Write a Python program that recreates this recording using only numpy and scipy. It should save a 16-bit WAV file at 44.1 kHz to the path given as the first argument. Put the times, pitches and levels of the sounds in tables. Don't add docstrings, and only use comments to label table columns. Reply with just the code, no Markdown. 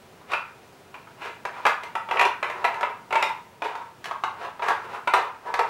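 import sys
import numpy as np
from scipy import signal
from scipy.fft import rfft, irfft, next_fast_len
from scipy.io import wavfile
from scipy.ndimage import map_coordinates

SR = 44100
rng = np.random.default_rng(int(sys.argv[2]) if len(sys.argv) > 2 else 0)


def dump_mix(stems):
    frames = np.atleast_2d(stems).T
    limited = np.clip(frames, -1, 1)
    pcm = np.round(limited * 32767).astype(np.int16)
    wavfile.write(sys.argv[1], SR, pcm)


N = 250929


def amp(db):
    return 10 ** (np.asarray(db) / 20)


def unit_rms(x):
    return x / np.sqrt(np.mean(x ** 2) + 1e-20)


def log_interp(points, hz):
    freqs, values = np.transpose(points)
    return np.interp(np.log(hz + 1), np.log(freqs + 1), values)


def filtered(x, response):
    size = next_fast_len(N + SR // 2)
    return irfft(rfft(x, size) * response(np.fft.rfftfreq(size, 1 / SR)), size)[..., :N]


def wobble(knots_per_s):
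    knots = rng.standard_normal(int(N * knots_per_s / SR) + 4)
    return map_coordinates(knots, [np.arange(N) * knots_per_s / SR])


# (frequency [Hz], relative spectral density [dB])
HUM_SPECTRUM = [(15, -60), (25, -18), (64, -17.5), (82, -6.5), (149, -5), (344, -9), (373, -5.5), (439, -7),
                (840, -10.5), (988, -14.5), (2690, -20.5), (16000, -35.5)]


def background(hum_db=-52, whine_hz=15625, whine_db=-79):
    noise = unit_rms(filtered(rng.standard_normal(N), lambda hz: amp(log_interp(HUM_SPECTRUM, hz))))
    waver_db = 0.8 * wobble(3)
    whine = amp(whine_db) * np.sin(2 * np.pi * whine_hz * np.arange(N) / SR)
    return amp(hum_db + waver_db) * noise + whine


# (frequency [Hz], reverberation time T60 [s])
ROOM_T60 = [(200, 0.094), (530, 0.29), (1390, 0.44), (3680, 0.33), (9700, 0.25)]


def room(x, segments=24):
    out, step = np.zeros(N + 2 * SR), N // segments + 1
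    for start in range(0, N, step):
        hz, t, spectra = signal.stft(rng.standard_normal(SR * 3 // 4), SR, nperseg=256)
        decay = amp(-60 * t / log_interp(ROOM_T60, hz)[:, None])
        tail = signal.istft(spectra * decay, SR, nperseg=256)[1]
        wet = signal.fftconvolve(x[start:start + step], tail / np.linalg.norm(tail))
        out[start + SR // 250:][:len(wet)] += wet
    return out[:N]


def resonate(force, modes, corner_hz=np.inf):
    def response(f):
        modal_sum = sum((-1) ** k * amp(db) * 1j * f * width / (hz * hz - f * f + 1j * f * width)
                        for k, (hz, width, db) in enumerate(modes))
        return modal_sum / (1 + 1j * f / corner_hz) ** 2
    return filtered(force, response)


# (frequency [Hz], bandwidth [Hz], gain [dB])
FREE_PEG_MODE = [(3680, 13, 14)]
# (time [s], force level [dB])
PEG_TAPS = [(2.426, -2), (3.227, 21.5)]


def peg_pings():
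    taps = np.zeros(N)
    for start, db in PEG_TAPS:
        taps[round(start * SR)] = amp(db)
    return resonate(taps, FREE_PEG_MODE)


# (time of full speed [s], rise [dB/s], hold [s], force level [dB], brightness [dB])
PUSHES = [(.16, 400, 0.055, -52, -30), (0.314, 453, 0.026, -19.5, -3), (1.09, 500, .02, -46, -24),
          (1.242, 413, 0.018, -17, -0.5), (1.54, 400, 0.15, -30, -7), (1.688, 600, 0.0082, -21, -8),
          (1.8, 400, 0.091, -33, -5), (2.119, 600, 0.14, -17, -16), (2.47, 500, 0.37, -24.5, -12.5),
          (2.859, 500, 0.069, -29, -24), (3.146, 600, 0.09, -17, -7), (3.646, 700, 0.018, -18, -4),
          (3.7, 500, 0.12, -28, -18), (4.07, 700, 0.033, -28, -12), (4.438, 202, 0.0067, -17, -10.5),
          (4.634, 598, 0.077, -13, -11), (4.919, 141, 0.038, -19.5, -11.5), (5.148, 898, 0.0067, -5.5, -7),
          (5.2, 516, 0.078, -30, -8), (5.463, 497, 0.035, -21, -19), (5.59, 400, .12, -22, -14)]


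def slides(rubbing_db=-48, fall_db_per_s=400):
    t = np.arange(N) / SR
    envelopes = amp(rubbing_db + np.array([[-3.5], [0], [-8], [-15], [-16]])) * np.ones(N)
    for start, rise, hold, db, bright_db in PUSHES:
        speeding_up_db = rise * np.maximum(start - t, 0)
        stopping_db = fall_db_per_s * np.maximum(t - start - hold, 0)
        shares = amp([[-3.5], [0], [bright_db - 5], [bright_db - 12], [0.46 * bright_db - 15.5]])
        envelopes += amp(db - speeding_up_db - stopping_db) * shares
    noise = rng.standard_normal((5, N))
    grit_db = 6.34 * rng.standard_normal(N)
    lumps_db = 2.3 * wobble(55)
    return unit_rms(noise * amp(grit_db + lumps_db)) * envelopes


def contact(parts, landing_s=0.0012, fall_20db_s=0.0082):
    t = np.arange(SR // 8) / SR
    envelope = (1 - np.exp(-t / landing_s)) * amp(-20 * t / fall_20db_s)
    chatter = envelope * rng.standard_normal((parts, len(t)))
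    return chatter / np.linalg.norm(chatter, axis=1, keepdims=True)


# (time [s], force level [dB], cover's share [dB], edge's share [dB])
TRAY_KNOCKS = [(0.215, -9.5, -27, -28), (0.318, 9, -3, -11), (0.334, 18.5, -5, -19), (0.942, 0, -3, -17),
               (0.951, -6.5, -3, -23), (1.072, -3.5, -19, -26), (1.452, 13.5, -12, -16),
               (1.566, -1, -29, -21), (1.653, 23.5, -10.5, -20), (1.665, 23.5, -9.5, -12.5),
               (1.834, -1, 1.5, -2), (1.953, 14, -6.5, -15), (2.088, 9.5, -13, -25),
               (2.111, 17, -6.5, -17.5), (2.17, 12.5, 0.5, -25), (2.194, 15.5, 4.5, -6.5),
               (2.212, 21, -8.5, -11.5), (2.227, 11.5, 4.5, -28), (2.252, 19.5, -11, -12.5),
               (2.428, 17.5, -5.5, -18), (2.444, 6.5, -4, -19), (2.499, 11.5, -7.5, -15),
               (2.643, 19, -7, -18), (2.649, 20.5, -6, -17), (2.742, -6, 6, -3), (2.809, 9, -19.5, -10),
               (2.83, 17.5, -7.5, -26), (3.107, 8, -8, -17), (3.126, 17.5, -5, -17), (3.155, 20, -6, -17),
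               (3.225, 16.5, -0.5, -6.5), (3.291, 9, -29, -15), (3.62, 13.5, -6.5, -17.5),
               (3.753, 7.5, -21, -15.5), (4.042, -7.5, -7, 8.5), (4.056, 4.5, -16, -4),
               (4.111, 12, -18, -21), (4.237, 17.5, -10.5, -19), (4.595, 7.5, -25, -36),
               (4.622, 13, -8, -21), (4.684, 19.5, -12.5, -12.5), (4.707, 18.5, -21, -23),
               (5.074, 20, -7.5, -18.5), (5.137, 25, -10, -14), (5.54, 18, -14.5, -14),
               (5.592, 21, -11.5, -16.5)]
# (time [s], force level [dB])
FRAME_JOLTS = [(0.335, 12), (2.168, 12), (2.252, 12), (4.706, 8), (5.138, 1), (5.592, 14)]


def knocks(frame_share_db=-9.5, peg_share_db=-18):
    forces = np.zeros((5, N + SR))
    for start, db, cover_db, edge_db in TRAY_KNOCKS:
        blow = contact(parts=5)
        blow[:, 0] += [0.77, 1.0, 0.83, 0.51, 0.031]
        shares = amp([[frame_share_db], [0], [cover_db], [peg_share_db], [edge_db]])
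        forces[:, round(start * SR):][:, :SR // 8] += amp(db) * shares * blow
    for start, db in FRAME_JOLTS:
        forces[0, round(start * SR):][:SR // 8] += amp(db) * contact(parts=1)[0]
    return forces[:, :N]


# (frequency [Hz], bandwidth [Hz], gain [dB])
FRAME_MODES = [(337, 61, -8), (420, 77, 5), (496, 160, 0), (633, 160, -11.5)]
TRAY_MODES = [(564, 266, -9.5), (816, 390, -9), (908, 48.4, 6), (956, 337, 1.5), (1266, 31, -7),
              (1271, 52, -2.5), (1508, 200, 1.5), (1605, 200, 0)]
HOLLOW_MODES = [(900, 12, 12), (962, 16, 11), (1023, 12, 12)]
COVER_MODES = [(1985, 430, 1.5), (2100, 159, 7), (2331, 180, 3), (2480, 140, 7), (2670, 244, 2),
               (2990, 300, -1.5)]
PEG_MODES = [(3450, 160, 0), (3680, 40, 5), (3950, 300, -2)]
# (time [s], gain [dB])
HOLLOW_DRIVE = [(0, -32), (1.4, -14.5), (1.9, -4), (2.3, -9), (2.7, -2), (3.2, -2), (3.7, -1.5), (4.2, -14),
                (4.7, -6.5), (5.2, -1), (5.69, -7)]
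# (frequency [Hz], gain [dB])
CRACK_SPECTRUM = [(200, -28), (1500, 0.5), (4000, -8.5), (6000, -14.5), (10000, -22.5), (14000, -29.5),
                  (16000, -36)]


def puzzle():
    on_frame, on_tray, on_covers, on_pegs, on_edge = knocks() + slides()
    freedom = amp(np.interp(np.arange(N) / SR, *np.transpose(HOLLOW_DRIVE)))
    frame = resonate(on_frame, FRAME_MODES, corner_hz=1200)
    tray = resonate(on_tray, TRAY_MODES, corner_hz=2200)
    hollow = resonate(freedom * on_tray, HOLLOW_MODES, corner_hz=2200)
    covers = resonate(on_covers, COVER_MODES, corner_hz=3500)
    pegs = resonate(on_pegs, PEG_MODES, corner_hz=4500) + amp(-10) * peg_pings()
    crack = filtered(on_edge, lambda hz: amp(log_interp(CRACK_SPECTRUM, hz)))
    return frame + tray + hollow + covers + pegs + crack


def scene():
    direct = puzzle()
    return (direct + amp(-1) * room(direct) + background())[None]


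def record(dry):
    return filtered(dry, lambda hz: hz < 15950)


dry = scene()
out = record(dry)
dump_mix(out)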